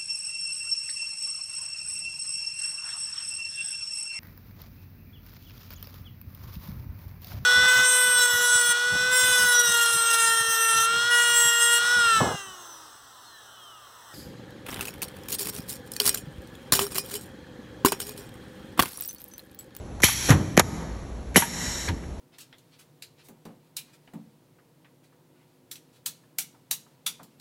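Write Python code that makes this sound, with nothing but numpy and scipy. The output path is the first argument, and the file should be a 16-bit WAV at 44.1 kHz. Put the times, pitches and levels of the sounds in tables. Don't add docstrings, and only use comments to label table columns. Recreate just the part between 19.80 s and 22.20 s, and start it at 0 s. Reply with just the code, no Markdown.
import sys
import numpy as np
from scipy import signal
from scipy.fft import rfft, irfft
from scipy.io import wavfile

SR = 44100
rng = np.random.default_rng(int(sys.argv[2]) if len(sys.argv) > 2 else 0)


def dump_mix(stems):
    frames = np.atleast_2d(stems).T
    limited = np.clip(frames, -1, 1)
    pcm = np.round(limited * 32767).astype(np.int16)
    wavfile.write(sys.argv[1], SR, pcm)


N = 105840
T = np.arange(N) / SR
HZ = np.maximum(np.arange(N + 1) * SR / (2 * N), 1)


def from_db(db):
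    return 10 ** (np.asarray(db) / 20)


def unit_power(x):
    return x / np.sqrt(np.mean(x ** 2) + 1e-20)


def coloured(x, colour):
    hz, db = np.transpose(colour)
    gain = from_db(np.interp(np.log(HZ), np.log(hz), db))
    return irfft(rfft(x, 2 * N) * gain)[:N]


def noise(colour):
    return unit_power(coloured(rng.standard_normal(N), colour))


def envelope(start, rise, hold, t60):
    t = T - start
    return np.clip(t / rise, 0, 1) * np.exp(-np.log(1000) * np.clip((t - rise - hold) / t60, 0, 10))


def burst(start, hz, octaves, rise_s, t60_s):
    shape = envelope(start, rise_s, 0, t60_s)
    edges = np.clip([hz / 2 ** (octaves / 2), hz * 2 ** (octaves / 2)], 20, SR / 2 - 1000)
    band = signal.butter(2, edges, "band", fs=SR, output="sos")
    ring = signal.sosfilt(band, shape * rng.standard_normal(N) + 1e-18)
    return unit_power(ring) * np.sqrt(np.mean(shape ** 2))


# freq_hz, level_db
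ROOM_TONE = [(25, 2), (40, -1), (57, 9), (90, -5), (140, -6.5), (300, -14), (700, -20.5), (1500, -32),
             (3000, -39), (6000, -37.5), (8000, -41.5), (11000, -38), (12500, -74), (15000, -66)]

def workshop_rumble(level_db=-33):
    return from_db(level_db) * noise(ROOM_TONE)


# freq_hz, level_db
CLICK_COLOUR = [(1500, -66), (3000, -5.5), (5800, 12), (8000, 8), (11000, 11), (13500, -9.5), (15500, -62)]
# start_s, ring_db, pitch_hz, width_octaves, rise_s, t60_s, click_db, thud_db
KNOCKS = [(0.201, -34, 1140, 1.4, 0.0019, 0.037, -38.5, -55),
          (.220, -37, 1460, 2.7, 0.00033, 0.073, -23, -36),
          (0.2295, -15.5, 2130, 0.16, 0.0016, 0.04, -22, -46),
          (0.2351, 13.5, 2150, 0.78, 0.0002, 0.0082, 7, -1), (0.284, -11, 1010, 1, 0.0032, 0.039, -36, -48),
          (0.486, -26, 880, 1.46, 0.0019, 0.39, -43, -20),
          (0.493, -18.5, 1310, 1.65, 0.0005, 0.076, -20, -23),
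          (0.5043, -25, 2480, 0.88, 0.00052, 0.016, -12, -26),
          (0.504, -12.5, 1160, 1.9, 0.0011, 0.11, -20.5, -12.5),
          (0.768, -21.5, 1920, 0.59, 0.0015, 0.033, -22, -30),
          (0.7752, 1, 1620, 1.13, 0.00099, 0.024, -2, 6), (0.785, -7, 1540, 0.52, 0.0026, 0.049, -17, -11),
          (0.7946, -3, 3470, 1.2, 0.00035, 0.02, 7.5, -29), (0.798, 0, 1110, 1.97, 0.0003, 0.039, -13, -13),
          (1.544, -35.5, 2080, 0.7, 0.00051, 0.27, -36.5, -37),
          (1.5595, 19, 1990, 0.58, 0.00011, 0.0037, -14, 8.5),
          (1.564, 0, 2910, .15, 0.00092, 0.02, -23, -26), (1.574, -6, 915, 0.83, 0.00044, 0.02, -22, -8),
          (1.619, -13.5, 1690, 1.26, 0.004, 0.08, -21, -21.5),
          (2.074, -28, 1870, 0.42, 0.013, 0.058, -42, -36), (2.084, -28, 1440, 3.3, 0.0032, 0.09, -40, -65),
          (2.232, -45, 1900, 0.78, 0.006, 0.036, -57, -49)]

def knocks():
    out = 0
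    contact_noise = noise(CLICK_COLOUR)
    for start, ring_db, hz, octaves, rise, t60, click_db, thud_db in KNOCKS:
        ring = from_db(ring_db) * burst(start, hz, octaves, rise, t60)
        click = from_db(click_db) * contact_noise * envelope(start, rise, 0, t60)
        thud = from_db(thud_db) * burst(start, hz=245, octaves=1.9, rise_s=0.0025, t60_s=min(t60, 0.17))
        out += ring + click + thud
    return out


# start_s, level_db, first_pitch_hz, two_octave_sink_s, hold_s
BENDING_WAVES = [(.236, -2.5, 817, 0.0057, 0.0096), (0.503, 0.5, 145.7, 0.22, 0.007),
                 (0.7759, 3.5, 1050, 0.0048, 0.0037), (0.7961, 4.5, 1260, .0036, 0.0024),
                 (1.5609, 5, 640, 0.01093, 0.0066), (1.573, 3, 882, .0062, 0.0057),
                 (2.082, -24.5, 95, 0.62, 0.035)]

def bending_waves():
    out = 0
    for start, db, hz, sink, hold in BENDING_WAVES:
        age = np.maximum(T - start, 0)
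        cycles = hz * age / (1 + age / sink)
        shape = envelope(start, rise=0.33 / hz, hold=hold, t60=4.2 * hold)
        out += from_db(db) * shape * np.sin(2 * np.pi * cycles)
    return out


# freq_hz, width_hz, gain_db
DOWN_PIPE = [(1090, 260, -7), (1660, 104, -13), (2390, 140, 3), (2850, 260, -7), (3510, 162, -13),
             (3780, 83, -16), (4400, 70, 4), (5290, 237, -9), (5650, 90, 4), (7080, 70, 6),
             (7330, 155, -13), (8080, 110, -16), (8240, 90, 6), (10410, 221, 9), (11200, 100, 8),
             (11460, 60, 6)]
UP_PIPE = [(1930, 100, 3), (2540, 169, -5), (2820, 60, -16), (3380, 229, -17), (3670, 205, -5),
           (4160, 125, -7), (4400, 197, -14), (5180, 260, -7), (5480, 90, 3), (6720, 90, 10), (7030, 60, 8),
           (7780, 52, -14), (10390, 100, 5), (11600, 138, 6), (11970, 260, -5)]

def air_jets(down_colour, up_colour):
    jets = []
    for colour, pipe in ((down_colour, DOWN_PIPE), (up_colour, UP_PIPE)):
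        jet = noise(colour)
        for hz, width_hz, gain_db in pipe:
            band = signal.lfilter(*signal.iirpeak(hz, hz / width_hz, fs=SR), jet)
            jet = jet + (from_db(gain_db) - 1) * band
        jets.append(unit_power(jet))
    return jets


# freq_hz, level_db
DOWN_BLAST_COLOUR = [(150, 7.5), (350, -33), (600, -8), (1000, 2.5), (1450, -4), (1900, 7), (2400, 6),
                     (2800, 0.5), (3250, 10), (4200, 2.5), (5700, 8), (7000, 2.5), (8300, 5.5), (10600, 5),
                     (12200, 0.5), (13800, -16), (14600, -27)]
UP_BLAST_COLOUR = [(150, -8), (350, -8), (700, -4.5), (1300, -7), (1950, 0), (2600, -4.5), (3000, 1),
                   (4300, -3), (5700, 0.5), (7000, -8.5), (8400, 5), (10200, 6.5), (11100, 4.5),
                   (12200, -4.5), (13800, -19), (15000, -31)]
# start_s, dump_db, hold_s, dump_t60_s, bleed_db, bleed_t60_s
VALVE_BLASTS = [(0.239, 6.5, 0.0052, 0.06, 0, 0.31), (1.562, 7, 0.0049, 0.065, 5, 0.19)]

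def valve_blasts(rise_s=0.00092):
    out = 0
    jets = air_jets(DOWN_BLAST_COLOUR, UP_BLAST_COLOUR)
    for (start, dump_db, hold, dump_t60, bleed_db, bleed_t60), jet in zip(VALVE_BLASTS, jets):
        puff = from_db(dump_db - 16) * burst(start, hz=194, octaves=1.4, rise_s=0.0039, t60_s=0.052)
        dump = from_db(dump_db) * envelope(start, rise_s, hold, dump_t60)
        bleed = from_db(bleed_db) * envelope(start, rise_s, hold, bleed_t60)
        out += puff + jet * np.hypot(dump, bleed)
    return out


# freq_hz, level_db
DOWN_HISS_COLOUR = [(150, 0.5), (300, -6), (600, -18.5), (1000, -6), (1400, -9), (2000, -5), (2700, -7.5),
                    (3300, -1.5), (4400, -5.5), (5650, 3), (6500, -3.5), (8300, -4), (10400, -8),
                    (11800, -14), (13800, -26), (14500, -35)]
UP_HISS_COLOUR = [(150, -6), (400, -9), (1300, -5.5), (1900, 0.5), (2600, -6.5), (3400, -1), (4000, 3),
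                  (4500, 0), (5600, 7.5), (6200, -1), (6900, -1), (8400, 5.5), (10200, -6.5), (11400, -9.5),
                  (13000, -18), (14000, -49)]
# start_s, end_s, level_db, slope_db_per_s
HEAD_STROKES = [(0.244, 0.496, -22, -5), (1.594, 2.078, -26.5, -12)]

def stroke_hiss(rise_s=0.029, fall_s=0.0086, bleed_db=-14.5, bleed_fall_s=0.15):
    out = 0
    jets = air_jets(DOWN_HISS_COLOUR, UP_HISS_COLOUR)
    for (start, end, db, slope_db_per_s), jet in zip(HEAD_STROKES, jets):
        travel_s = np.clip(T, start, end) - start
        stopped_s = np.maximum(T - end, 0)
        opening = np.clip((T - start) / rise_s, 0, 1)
        closing = np.exp(-stopped_s / fall_s)
        bleed = from_db(bleed_db) * np.exp(-stopped_s / bleed_fall_s)
        flow = opening * np.maximum(closing, bleed)
        out += jet * flow * from_db(db + slope_db_per_s * travel_s)
    return out


# start_s, level_db
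JAW_TAPS = [(.287, -24), (1.622, -7), (2.092, -28.5)]
# pitch_hz, level_db, t60_s
JAW_MODES = [(835, -14, 0.12), (932, -1.5, 0.067), (1690, -10, 0.082)]

def jaw_taps(rise_s=0.0012, hold_s=0.0031):
    out = 0
    for start, db in JAW_TAPS:
        for hz, mode_db, t60 in JAW_MODES:
            shape = envelope(start, rise_s, hold_s, t60)
            out += from_db(db + mode_db) * shape * np.sin(2 * np.pi * hz * (T - start))
    return out


# start_s, level_db, contact_s
HEAVY_BLOWS = [(0.505, -2.5, 0.002), (0.782, -5, 0.005), (1.56, -8.5, 0.0041), (2.08, -12, 0.021)]
# pitch_hz, level_db, t60_s
BENCH_MODES = [(70.2, -22.5, 0.6), (91.9, -9.5, 0.38), (126, -11, 0.18), (149.5, -14, 0.47),
               (200.7, -20, 0.5), (305.5, -21.5, 1), (422, -25, 0.23), (483, -21, 0.24), (610, -30, 0.31),
               (763, -7, 0.096)]

def bench_thumps(loose_parts_db=-20.5):
    out = 0
    for start, db, contact in HEAVY_BLOWS:
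        loose_parts = burst(start, hz=166, octaves=1.98, rise_s=0.0027, t60_s=0.77)
        out += from_db(db + loose_parts_db) * loose_parts
        for hz, mode_db, t60 in BENCH_MODES:
            gain = from_db(db + mode_db) / np.hypot(1, 2 * hz * contact)
            out += gain * envelope(start, contact, 0, t60) * np.sin(2 * np.pi * hz * (T - start))
    return out


# freq_hz, level_db
REVERB_COLOUR = [(100, -18.5), (400, -30), (1000, -24.5), (2500, -30), (6000, -23), (11000, -25.5),
                 (14000, -40)]

def workshop_reverb(x, split_hz=2400, build_s=0.0068, low_t60_s=1.52, high_t60_s=0.65):
    white = rng.standard_normal(N)
    low = signal.sosfilt(signal.butter(1, split_hz, fs=SR, output="sos"), white)
    high = white - low
    tail = low * envelope(0, build_s, 0, low_t60_s) + high * envelope(0, build_s, 0, high_t60_s)
    return signal.fftconvolve(coloured(x, REVERB_COLOUR), tail / np.sqrt(np.sum(tail ** 2)))[:N]


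def scene():
    machine = valve_blasts() + stroke_hiss() + knocks() + bending_waves() + jaw_taps() + bench_thumps()
    return (machine + workshop_reverb(machine) + workshop_rumble())[None]


def limiter(x, threshold_db=2, attack_s=0.00014, release_db_per_s=57):
    over_db = np.maximum(20 * np.log10(np.abs(x) + 1e-9) - threshold_db, 0)
    held_db = np.maximum.accumulate(over_db + release_db_per_s * T) - release_db_per_s * T
    pole = np.exp(-1 / (attack_s * SR))
    duck_db = signal.lfilter([1 - pole], [1, -pole], held_db)
    return x * from_db(-duck_db)


# freq_hz, width_hz, depth_db
MIC_DIPS = [(4916, 460, -27), (9086, 2180, -87)]
LOW_CUT_HZ, HIGH_CUT_HZ, CEILING = 55, 15900, 0.66

def record(dry):
    x = dry[0]
    for hz, width_hz, depth_db in MIC_DIPS + MIC_DIPS:
        floor = from_db(depth_db / 2)
        notched = signal.lfilter(*signal.iirnotch(hz, hz / width_hz, fs=SR), x)
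        x = floor * x + (1 - floor) * notched
    x = signal.sosfilt(signal.butter(2, LOW_CUT_HZ, "high", fs=SR, output="sos"), limiter(x))
    rounded = x / (1 + (x / CEILING) ** 6) ** (1 / 6)
    return signal.sosfilt(signal.cheby2(12, 70, HIGH_CUT_HZ, fs=SR, output="sos"), rounded)[None]


dry = scene()
out = record(dry)
dump_mix(out)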